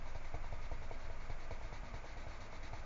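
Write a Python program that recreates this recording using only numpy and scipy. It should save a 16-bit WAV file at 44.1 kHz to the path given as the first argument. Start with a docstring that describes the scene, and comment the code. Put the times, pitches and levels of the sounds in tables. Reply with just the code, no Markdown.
"""Steady air and a low rumble fill a small room; the close, narrow-band microphone sways on its support.
Almost at once a coloured pencil starts shading paper on a desk, back and forth, about ten strokes a second.
The lead rasps over the paper's tooth. At most turns the pencil knocks and the desk gives a soft thud.
The room answers briefly, and the strokes go on to the end."""
import sys
import numpy as np
from scipy import signal
from scipy.fft import rfft, irfft, next_fast_len
from scipy.io import wavfile
from scipy.ndimage import map_coordinates

SR = 44100
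rng = np.random.default_rng(int(sys.argv[2]) if len(sys.argv) > 2 else 0)


def unload_wav(signal):
    """Save mono or channel-first audio to the path in sys.argv[1] as 16-bit WAV at rate SR, clipped to [-1, 1]."""
    wavfile.write(
        sys.argv[1],
        SR,
        np.round(np.clip(np.atleast_2d(signal).T, -1, 1) * 32767).astype(np.int16),
    )


N = 125685


def amp(db):
    """Decibels to gain."""
    return 10 ** (np.asarray(db) / 20)


def unit(x):
    """Scale to rms 1."""
    return x / np.sqrt(np.mean(x ** 2) + 1e-20)


def filtered(x, response):
    """Apply a gain given as a function of frequency."""
    size = next_fast_len(N + 8192)
    return irfft(rfft(x, size) * response(np.fft.rfftfreq(size, 1 / SR)), size)[:N]


def coloured(x, spectrum):
    """Shape x by (freq_hz, gain_db) points; rms 1."""
    freq_hz, gain_db = np.transpose(spectrum)
    return unit(filtered(x, lambda hz: amp(np.interp(np.log(hz + 1), np.log(freq_hz + 1), gain_db))))


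def wobble(knots_per_s):
    """Smooth random curve."""
    return map_coordinates(rng.standard_normal(128), [np.arange(N) * knots_per_s / SR], mode="wrap")


def fade(t, t60_s):
    """Exponential decay, 60 dB in t60_s."""
    return np.exp(-np.log(1000) * t / t60_s)


def ring(modes, rise_s, energy_s, tilt_db_per_oct=0):
    """Damped modes in a random mix, tilted up to 1 kHz; energy equals energy_s at rms 1."""
    t = np.arange(SR // 5) / SR
    x = np.zeros(len(t))
    for hz, db, t60_s in modes:
        gain = amp(db + rng.standard_normal() + tilt_db_per_oct * np.log2(min(hz, 1000)))
        x += gain * fade(t, t60_s) * np.sin(2 * np.pi * (hz * t + rng.random()))
    x *= 1 - np.exp(-t / rise_s)
    return x / np.sqrt(np.sum(x ** 2) / (energy_s * SR))


def add(track, start_s, sound):
    """Mix a sound into the track."""
    part = track[max(round(start_s * SR), 0):][:len(sound)]
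    part += sound[:len(part)]


# room air: freq_hz, gain_db
AIR_SPECTRUM = [(60, -11.5), (170, -1), (210, -3), (243, 2), (280, -9), (322, -2), (370, -6), (490, -3.5),
                (660, 2), (780, -5.5), (845, 0), (885, -4.5), (940, -.5), (1060, -4.5), (1240, -.5),
                (1320, -6), (1550, -3.5), (1760, -9.5), (2200, -4.5), (2500, -10.5), (2630, -13),
                (2720, -12.5), (2900, -17.5), (3800, -19.5), (5000, -21.5), (7200, -23)]
# low rumble: freq_hz, gain_db
RUMBLE_SPECTRUM = [(12, -10.5), (26, 2.5), (37, -3.5), (47, 1), (70, -9.5), (92, -10), (125, -15.5),
                   (170, -35), (400, -63)]
# microphone support sway: time_s, level_db
SWAY_LEVELS = [(0, -40), (.45, -40), (1.4, -40.5), (1.8, -48), (2.85, -45.5)]
def air_and_sway(air_db=-56, rumble_db=-50, sway_hz=16.1):
    """Steady room air; the microphone support sways, with a low rumble that swells unevenly."""
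    t = np.arange(N) / SR
    sway_db = np.interp(t, *np.transpose(SWAY_LEVELS))
    sway = np.sqrt(2) * amp(sway_db) * np.sin(2 * np.pi * sway_hz * t + rng.uniform(0, 2 * np.pi))
    swell = amp(0.12 * sway_db + 1.5 * wobble(knots_per_s=14))
    rumble = unit(swell * coloured(rng.standard_normal(N), RUMBLE_SPECTRUM))
    air = coloured(rng.standard_normal(N), AIR_SPECTRUM)
    return amp(air_db) * air + amp(rumble_db) * rumble + sway


# passes of the lead: start_s, length_s, end_level_db, half_rise_db
STROKE_PASSES = [(0.056,0.064,-65.5,0), (0.144,0.044,-63.5,0.5), (0.244,.06,-69,-3), (0.343,0.031,-66,-0.5),
                 (0.436,.048,-67,-1), (0.52,0.053,-69,-2), (0.616,.058,-64,0.5), (0.712,0.053,-70,-2.5),
                 (0.82,.056,-68.5,-1.5), (0.913,.06,-70,-2), (0.99,0.083,-65,1.5), (1.108,0.053,-70.5,-1.5),
                 (1.196,0.08,-69,-1), (1.297,0.052,-67,-2.5), (1.396,.072,-68,-1.5), (1.505,0.058,-66,-2),
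                 (1.618,.079,-66.5,-0.5), (1.724,.07,-65,-2), (1.836,.079,-66.5,0), (1.937,0.066,-67,-2.5),
                 (2.046,.1,-65,-0.3), (2.167,.078,-66.5,-0.5), (2.277,.108,-66,-1), (2.403,.075,-66,-2.3),
                 (2.513,0.069,-62,1.5), (2.626,0.068,-62,-1), (2.725,.086,-63,0.7)]
def stroke_pressure(attack_s=0.0065, release_s=0.035, overhang_s=0.0073):
    """How hard the lead rubs: each stroke rises, leans towards its start or end, and lets go."""
    t, pressure = np.arange(N) / SR, np.zeros(N)
    for start_s, length_s, end_level_db, half_rise_db in STROKE_PASSES:
        attack = np.clip((t - start_s) / attack_s, 0, 1)
        release = np.clip((start_s + length_s + overhang_s - t) / release_s, 0, 1)
        progress = np.clip((t - start_s) / length_s, 0, 1)
        level_db = end_level_db - 2 * half_rise_db * (1 - progress)
        pressure += np.sin(attack * release * np.pi / 2) * amp(level_db)
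    return pressure


# friction at the lead: freq_hz, gain_db
RASP_SPECTRUM = [(1300, -23.5), (1800, 3.5), (2250, 7), (2700, -8), (3250, -8.5), (3850, 1.5), (4130, -3),
                 (4420, -0.5), (4950, -9.5), (5400, -7), (5750, -6.5), (5950, -9), (6200, -4), (6550, -10),
                 (7200, -11)]
# the same friction through the desk top: freq_hz, gain_db
DESK_RUB_SPECTRUM = [(40, -6.5), (110, 6), (190, -5), (320, 4), (390, -10), (520, 1.5), (700, -6.5),
                     (900, 2), (1100, -6.5), (1600, -21), (3000, -52.5)]
def lead_rasp(slips_per_s=3500, scatter_db=3, rasp_gain_db=3, rub_gain_db=2.5):
    """Tiny slips over the paper's fibres sound from the lead and through the desk."""
    slips = (rng.random(N) < slips_per_s / SR) * rng.choice([-1, 1], N)
    slips = unit(slips * amp(scatter_db * rng.standard_normal(N)))
    friction = np.sqrt(0.5) * (slips + rng.standard_normal(N))  # equal power: grains, hiss
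    rasp = amp(rasp_gain_db) * coloured(friction, RASP_SPECTRUM)
    rub = amp(rub_gain_db) * coloured(friction, DESK_RUB_SPECTRUM)
    return stroke_pressure() * (rasp + rub)


def tip_blow(pitch_hz, length_s=0.0035):
    """The few cycles of the tip's blow on the padded desk."""
    t = np.arange(int(length_s * SR)) / SR
    return np.sin(np.pi * (t / length_s) ** 0.73) * np.sin(2 * np.pi * pitch_hz * t)


# pencil and desk top modes: freq_hz, gain_db, t60_s
PENCIL_DESK_MODES = [(311.7, -14.5, 0.15), (472.5, -3.5, 0.055), (530, -2.5, 0.04), (673.4, 0, .055),
                     (826, -7.5, 0.019), (935, -3, 0.048), (1450, -13, 0.038), (2252, -2, .025)]
def knock_ring(pitch_hz, neutral_hz=724):
    """Pencil and desk top ring; a higher contact pitch favours the upper modes."""
    tilt_db_per_oct = 11 * np.log2(pitch_hz / neutral_hz)
    return ring(PENCIL_DESK_MODES, rise_s=0.0026, energy_s=0.01, tilt_db_per_oct=tilt_db_per_oct)


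# slow desk modes: freq_hz, gain_db, t60_s
DESK_MODES = [(48.6, -4.5, 0.11), (79.6, 3.5, .06), (107.4, -8.5, 0.055)]
def desk_thud():
    """The desk, pushed down, swings in its slow modes."""
    return ring(DESK_MODES, rise_s=0.0057, energy_s=0.02)


# knocks at the turns: start_s, knock_db, thud_db, pitch_hz
TURNS = [(.0595, -50, -55.5, 880), (.1505, -44, -46, 646), (0.3415, -39, -43, 693), (.443, -47.5, -51, 924),
         (0.5253, -43, -46.5, 655), (.7148, -41.5, -47, 608), (.82, -47, -58, 645),
         (0.9116, -40.5, -51, 617), (1.099, -47, -54, 630), (1.2984, -43.5, -45.5, 683),
         (1.5084, -40.5, -44, 696), (1.6122, -49, -62, 780), (1.725, -45.5, -48, 724),
         (1.833, -49, -52, 740), (1.9395, -46.5, -46, 725), (2.042, -44, -54.5, 710),
         (2.1675, -46.5, -54, 640), (2.266, -47.5, -45.5, 754), (2.409, -57, -48.5, 790),
         (2.528, -47.5, -53, 660), (2.7325, -41.5, -45, 690)]
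def turn_knocks(blow_gain_db=2.4, catch_gain_db=-9.5, ring_gain_db=-9, thud_gain_db=1.5):
    """The tip strikes, catches again softly, rings pencil and desk, and pushes the desk down."""
    track = np.zeros(N)
    for start_s, knock_db, thud_db, pitch_hz in TURNS:
        blow = amp(knock_db + blow_gain_db) * tip_blow(pitch_hz)
        catch_delay_s = 0.0079 * rng.uniform(0.44, 2)
        add(track, start_s, blow)
        add(track, start_s + catch_delay_s, amp(catch_gain_db) * blow)
        add(track, start_s, amp(knock_db + ring_gain_db) * knock_ring(pitch_hz))
        add(track, start_s, amp(thud_db + thud_gain_db) * desk_thud())
    return track


def room_reverb(x, t60_s=0.11, rise_s=0.0032, gain_db=-9.5):
    """Short reflections of a small furnished room."""
    t = np.arange(SR // 3) / SR
    tail = rng.standard_normal(len(t)) * fade(t, t60_s) * (1 - np.exp(-t / rise_s))
    return amp(gain_db) * signal.fftconvolve(x, tail / np.linalg.norm(tail))[:N]


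def scene():
    """The pencil in its room, mono."""
    pencil = lead_rasp() + turn_knocks()
    return (pencil + room_reverb(pencil) + air_and_sway())[None]


def record(dry):
    """The microphone passes nothing above its band limit."""
    limit_hz = 7270
    return filtered(dry[0], lambda hz: hz < limit_hz)[None]


dry = scene()
out = record(dry)
unload_wav(out)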